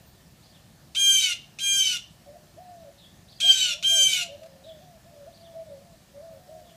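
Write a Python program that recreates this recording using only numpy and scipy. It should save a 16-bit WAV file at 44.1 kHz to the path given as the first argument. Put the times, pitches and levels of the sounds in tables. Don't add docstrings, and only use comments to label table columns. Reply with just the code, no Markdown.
import sys
import numpy as np
from scipy import signal
from scipy.fft import rfft, irfft
from scipy.io import wavfile
from scipy.ndimage import uniform_filter1d

SR = 44100
rng = np.random.default_rng(int(sys.argv[2]) if len(sys.argv) > 2 else 0)


def gain_from_db(level_db):
    decades = np.asarray(level_db, float) / 20
    return 10 ** decades


def unload_wav(signal):
    wavfile.write(
        sys.argv[1],
        SR,
        np.round(np.clip(np.atleast_2d(signal).T, -1, 1) * 32767).astype(np.int16),
    )


N = 298116


def evened(x):
    return x / np.sqrt(np.mean(abs(x) ** 2) + 1e-20)


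def read(points, hz):
    f, value = np.transpose(points)
    return np.interp(np.log(hz + 1), np.log(f + 1), value)


def curves(rows):
    s, *columns = np.transpose(rows)
    t = np.arange(s[0], s[-1], 1 / SR)
    return t, *(np.interp(t, s, c) for c in columns)


def shape(t, times, values):
    return np.interp(t, np.maximum.accumulate(times), values)


def add(mix, start_s, sound):
    part = mix[round(start_s * SR):][:len(sound)]
    part += sound[:len(part)]


def drift(size, hz):
    z = rng.standard_normal((size + 2000, 2)) @ [1, 1j]
    return evened(signal.lfilter(*signal.butter(2, hz, fs=SR), z)[2000:])


def coloured(x, spectrum):
    gain = gain_from_db(read(spectrum, np.fft.rfftfreq(len(x), 1 / SR)))
    return evened(irfft(rfft(x) * gain, len(x)))


def air():
    # freq_hz, density_db (per Hz)
    wash_spectrum = [(25, -32), (40, -5.5), (60, -4.5), (120, -1.5), (170, -0.5), (260, -13.5),
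                     (330, -11.5), (450, -18), (650, -12.5), (900, -20), (1900, -24), (2900, -23.5),
                     (4500, -22.5), (7500, -26), (12000, -30.5), (15300, -31)]
    # centre_hz, width_hz, level_db
    machine = (1780, 70, -71.5)
    # time_s, level_db
    insect_level = [(0, -68), (.55, -78), (.9, -85), (2.2, -84), (2.55, -75), (3.3, -87), (4.3, -80),
                    (4.9, -73), (5.25, -84.5), (5.9, -94), (6.4, -70.5), (6.76, -78)]
    wash_db, insect_hz = -54.5, 14500

    frames, hz = N // 256 + 5, np.fft.rfftfreq(1024, 1 / SR)
    a, b, patches = rng.standard_normal((frames, 513, 3)).T
    patches = uniform_filter1d(patches, 12, 0)
    patches_db = 1.2 * evened(uniform_filter1d(patches, 14, 1))
    z = (a + 1j * b) * gain_from_db(read(wash_spectrum, hz)[:, None] + patches_db)
    wash = gain_from_db(wash_db) * evened(signal.istft(z, nperseg=1024, noverlap=768)[1][:N])

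    t = np.arange(N) / SR
    hum_hz, hum_width_hz, hum_db = machine
    hum = gain_from_db(hum_db) * (drift(N, hum_width_hz) * np.exp(2j * np.pi * hum_hz * t)).real
    insect_gain = gain_from_db(np.interp(t, *np.transpose(insect_level)))
    insect = insect_gain * (drift(N, 12) * np.exp(2j * np.pi * insect_hz * t)).real
    return wash + hum + insect


def whistle(rows, hoarse, flutter_hz, edge_s):
    t, hz, db = curves(rows)
    flutter = evened(1 + hoarse * drift(len(t), flutter_hz))
    tone = np.exp(2j * np.pi * np.cumsum(hz) / SR) * flutter
    edges = np.clip(np.minimum(t - t[0], t[-1] - t) / edge_s, 0, 1)
    return np.sqrt(2) * gain_from_db(db) * tone.real * edges


def sparrow():
    # start_s, level_db
    chirps = [
        (.42, -65),
        (3.28, -59),
        (5.325, -63.5),
    ]
    # after_s, length_s, first_hz, top_hz, last_hz
    strokes = [
        (0, .054, 3366, 4900, 3090),
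        (.042, .013, 5490, 4600, 3630),
        (.072, .028, 4290, 4900, 3900),
        (.104, .052, 3110, 3700, 2700),
    ]
    out = np.zeros(N)
    for start_s, db in chirps:
        for after_s, length_s, first_hz, top_hz, last_hz in strokes:
            rows = [(0, first_hz, db - 2), (length_s / 2, top_hz, db + 4), (length_s, last_hz, db)]
            add(out, start_s + after_s, whistle(rows, hoarse=.35, flutter_hz=100.1, edge_s=0.0022))
    return out


def yard(x):
    # freq_hz, t60_s
    far_decay = [
        (500, 1),
        (1500, 0.38),
        (4000, 0.53),
        (10000, 0.21),
    ]
    fence_t60_s, fence_db = .14, 12.5
    taps = np.zeros(SR)
    at = np.arange(200, SR - 20, 20)
    taps[at + rng.integers(0, 20, len(at))] = rng.choice([-1., 1.], len(at))
    hz, t, z = signal.stft(taps, SR, nperseg=256)
    decay = gain_from_db(-60 * t / read(far_decay, hz)[:, None]) + gain_from_db(fence_db - 60 * t / fence_t60_s)
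    tail = signal.istft(z * decay, SR, nperseg=256)[1]
    return signal.fftconvolve(x, tail / np.linalg.norm(tail))[:N]


def sub_lines(phase, steady_s):
    size, lines = len(phase) // 64 + 1, np.arange(5, 80)
    z = rng.standard_normal((size, len(lines), 2)) @ [1, 1j]
    z = signal.lfilter([1], [1, -np.exp(-64 / SR / steady_s)], z, axis=0)
    z = z * (1 + 1.5 * (lines % 4 == 0))
    strength = np.repeat(z, 64, 0)[:len(phase)]
    return evened((strength * np.exp(1j * phase[:, None] * lines / 4)).real.sum(1))


def scream(rows, break_s, overtones_db, hoarse_db, strain):
    # freq_hz, density_db (per Hz)
    rasp_spectrum = [(650, -92), (1100, -60), (1460, -15.5), (2010, -26), (2190, -8.5), (2550, 1),
                     (2970, -14.5), (3390, -3.5), (3820, -0.5), (4860, -10.5), (6050, -6), (12200, -26),
                     (15000, -32.5)]
    # multiple, level_db
    clear = [(1, -37.5), (2, -23), (3, -16), (4, 0), (5, -21.5), (6, -18.5), (7, -18), (8, -4), (9, -12.5),
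             (10, -13.5), (11, -15.5), (12, -18), (13, -21), (14, -20.5), (15, -27), (16, -23), (17, -30),
             (18, -30), (19, -47)]
    # multiple, level_db
    strained = [(1, -30), (2, -25), (3, -31.5), (4, 0), (5, -23.5), (6, -24), (7, -40), (8, -16), (9, -26),
                (10, -17), (11, -38), (12, -45.5), (13, -44.5), (14, -39), (15, -36.5), (16, -37.5),
                (17, -73), (18, -44.5), (19, -70)]
    settle_s, crack_s, release_s = 0.057, .1, 0.02

    t, hz, fourth_db = curves(rows)
    start, end = t[0], t[-1]
    stages = [start, start + settle_s, break_s, break_s + crack_s, end]
    release_db = -15 * np.clip(1 - (end - t) / release_s, 0, 1)

    start_db, settled_db, spent_db = -31.5, -4.5, -13.5
    bright_stages = [start, start + .3 * settle_s, start + settle_s, break_s, end - release_s]
    bright_db = shape(t, bright_stages, [start_db, 0.49 * start_db, settled_db, 0, spent_db])
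    others_db = overtones_db + bright_db + release_db
    eighth_db = overtones_db + 8.5 - 6.5 * strain + 1.4 * bright_db + release_db
    second_db = -48 + shape(t, stages, [-8.5, 0, 6, 0, 0]) + release_db
    dip_after_s, dip_s = .06, 0.043
    second_db = second_db + (1 - strain) * -24 * np.exp(-((t - break_s - dip_after_s) / dip_s) ** 2)
    first_db = second_db - 27

    clear_db = -19 + 14.5 * strain
    rasp_stages = [start, start + 0.603 * settle_s] + stages[2:]
    rasp_db = hoarse_db + shape(t, rasp_stages, [3.5, clear_db, clear_db, 0, -5.5])
    wobble = .09 * strain + shape(t, stages, [.3, .055, .055, .25, .36])

    partials = strained if strain > .5 else clear
    hz = hz * (1 - .24 * np.exp(-((t - start) / .008) ** 2))
    phase = 2 * np.pi * np.cumsum(hz) / SR + .45 * wobble * drift(len(t), 90).real
    beat = 1.5 * wobble * np.cos(.29 * phase + .9 * drift(len(t), 20).real)
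    top_db = 10 * np.log10(sum(gain_from_db(2 * db) for k, db in partials if k > 8))
    led = {1: first_db, 2: second_db, 4: fourth_db, 8: eighth_db}
    voice = np.zeros(len(t))
    for k, db in partials:
        fading = abs(1 + .45 * drift(len(t), 12)) if k not in led else 1
        flutter = 1 + min(k / 7, 2.4) * (wobble * drift(len(t), 30) + beat)
        opening_db = 22 * wobble * (k < 8)
        level = gain_from_db(led.get(k, others_db + db - top_db + opening_db))
        tone = (flutter * np.exp(1j * (k * phase + rng.uniform(0, 2 * np.pi)))).real
        voice += np.sqrt(2) * level * fading * tone

    rasp = coloured(sub_lines(phase, .035) + .3 * rng.standard_normal(len(t)), rasp_spectrum)
    rasp = rasp * evened(np.exp(.3 * drift(len(t), 220).real))
    edges = np.clip((t - start) / .0008, 0, 1) * np.clip((end - t) / 0.0027, 0, 1)
    return (voice + gain_from_db(rasp_db) * rasp) * edges


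def jay():
    # time_s, pitch_hz, fourth_partial_db
    screams = [
        [(0.948, 730, -53), (0.964, 781, -28.5), (0.998, 804, -22), (1.1, 791.9, -17.5), (1.135, 790.6, -24),
         (1.21, 767.6, -21), (1.236, 761.5, -28), (1.325, 700.5, -29.5), (1.339, 683, -46)],
        [(1.587, 800, -39), (1.601, 789, -37.5), (1.645, 802.4, -26.5), (1.72, 799.7, -24), (1.787, 790.3, -26),
         (1.813, 777, -21), (1.905, 747.1, -32), (1.962, 708.4, -31), (1.977, 684, -46)],
        [(3.401, 836, -58), (3.415, 806, -25.5), (3.433, 806, -20), (3.478, 795.3, -19.5), (3.505, 791, -11),
         (3.531, 777.4, -30.5), (3.623, 760, -26.5), (3.727, 693, -31), (3.742, 688, -54)],
        [(3.826, 770, -49), (3.846, 782, -23), (3.888, 796.5, -22), (3.98, 788.6, -23), (4.04, 782.1, -20),
         (4.09, 769, -22), (4.11, 767.6, -28), (4.226, 700.5, -33), (4.241, 678, -52)],
    ]
    # break_s, overtones_db, rasp_db, strain (0-1)
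    breaks = [
        (1.13, -30.5, -28.5, 0.16),
        (1.78, -32.5, -31, 0.37),
        (3.51, -32, -28.5, 0.93),
        (4.03, -31.5, -29, 0.21),
    ]
    out = np.zeros(N)
    for rows, voice in zip(screams, breaks):
        add(out, rows[0][0], scream(rows, *voice))
    return out


def coo(length_s, first_hz, last_hz, db, bend, peak, scoop):
    throat_hz, scoop_s, edge_db = 560, 0.01516, -7.5
    u = np.linspace(0, 1, 60)
    hz = first_hz + (last_hz - first_hz) * u ** bend
    hz = hz + scoop * (throat_hz - first_hz) * np.exp(-(u * length_s / scoop_s) ** 2 / 2)
    rise, fall = (1 - scoop) * (1 - u / peak), (u - peak) / (1 - peak)
    swell_db = edge_db * np.where(u < peak, rise, fall) ** 2
    rows = np.transpose([u * length_s, hz, db + swell_db])
    return whistle(rows, hoarse=.25, flutter_hz=45, edge_s=.012)


def doves():
    # start_s, length_s, first_hz, last_hz, level_db
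    droops = [(2.25, 0.0486, 730, 704, -54.5), (2.34, 0.042, 697, 690, -51),
              (2.865, 0.056, 663.3, 656, -57.5), (3.78, 0.22, 677, 670, -56), (3.9, 0.104, 676, 597, -45),
              (4.17, .14, 705, 640, -47), (4.4, 0.075, 637, 684, -47.5), (4.5, 0.17, 734, 690.5, -66.5),
              (5.35, 0.24, 673, 647, -55), (5.54, 0.1, 658, 645, -42.5), (5.65, 0.094, 626, 627, -48),
              (5.8, .18, 700, 600, -59), (6.37, 0.4, 726, 649, -55)]
    # start_s, length_s, first_hz, last_hz, level_db
    slides = [(2.26, 0.12, 560, 614, -47), (2.83, 0.081, 615, 537, -49), (3.62, 0.17, 585, 634, -57),
              (3.73, 0.066, 560, 621, -48), (3.96, 0.0938, 595, 539, -46), (4.28, 0.13, 541, 611, -44.5),
              (4.36, 0.277, 554, 533.5, -55.5), (5.11, 0.17, 610, 550, -49.5), (5.52, 0.094, 560, 620, -54),
              (5.68, 0.12, 590, 536, -45.5), (6.135, 0.1208, 548, 606, -45.5), (6.3, 0.109, 575, 528, -52),
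              (6.61, 0.072, 560, 472, -63)]
    # start_s, length_s, top_hz, last_hz, level_db
    hoots = [
        (2.565, .295, 736, 629, -47),
        (3.425, .11, 746.8, 660, -44.5),
        (3.985, 0.3, 751.5, 664, -56),
        (4.64, 0.17, 658, 581, -47.5),
        (4.79, 0.2, 750, 606, -54),
        (5.04, 0.13, 695, 650, -55.5),
        (5.255, 0.067, 723, 646, -47),
        (6.195, 0.2, 670, 613, -49),
        (6.48, 0.16, 644.5, 612.2, -47.5),
    ]
    kinds = [(hoots, 2, 0.12, 1), (droops, 2.7, .55, 0), (slides, 0.8, .35, 0)]
    out = np.zeros(N)
    for notes, *manner in kinds:
        for start_s, *note in notes:
            add(out, start_s, coo(*note, *manner))
    return out


def distant_buzz():
    # start_s, level_db, pitch_factor
    calls = [
        (2.975, -59.5, 1.024),
        (4.635, -58.5, 1.016),
        (6.641, -67, .93),
    ]
    # after_s, pitch_hz, level_db
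    glide = [
        (0, 3900, 3.5),
        (.03, 3714, 0),
        (.07, 3280, 4),
        (.1, 3380, -8.5),
        (.2, 3450, -10),
        (.26, 3270, -32),
    ]
    out = np.zeros(N)
    for start_s, db, factor in calls:
        rows = np.multiply(glide, [1, factor, 1])
        add(out, start_s, gain_from_db(db) * whistle(rows, hoarse=2.5, flutter_hz=264.7, edge_s=0.0085))
    return out


def leaves():
    # start_s, peak_db, pitch_hz
    snaps = [
        (4.4326, -42, 1920),
        (4.46, -45, 1980),
        (6.5955, -49, 2010),
        (6.6952, -49.5, 1970),
    ]
    out, t = np.zeros(N), np.arange(600) / SR
    for start_s, db, hz in snaps:
        band = signal.butter(1, [.5 * hz, 2.5 * hz], "band", fs=SR)
        snap = signal.lfilter(*band, rng.standard_normal(len(t)))
        add(out, start_s, gain_from_db(db - 11.0) * evened(snap) * np.exp(-t / 0.016))
    return out


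def scene():
    floor = air()
    far = sparrow() + distant_buzz()
    near, cooing = jay(), doves()
    echo = yard(gain_from_db(-6.0) * near + gain_from_db(-6.5) * cooing + gain_from_db(-3) * far)
    return (near + cooing + far + echo + leaves() + floor)[None]


def roll_off(x):
    return signal.sosfilt(signal.butter(12, 15600, fs=SR, output="sos"), x)


def record(dry):
    low_pass = signal.firwin(511, 15400, window=("kaiser", 9), fs=SR)
    limited = signal.oaconvolve(dry, low_pass[None], "same")
    limited = signal.sosfilt(signal.butter(3, 42, "high", fs=SR, output="sos"), limited)
    return roll_off(limited)


dry = scene()
out = record(dry)
unload_wav(out)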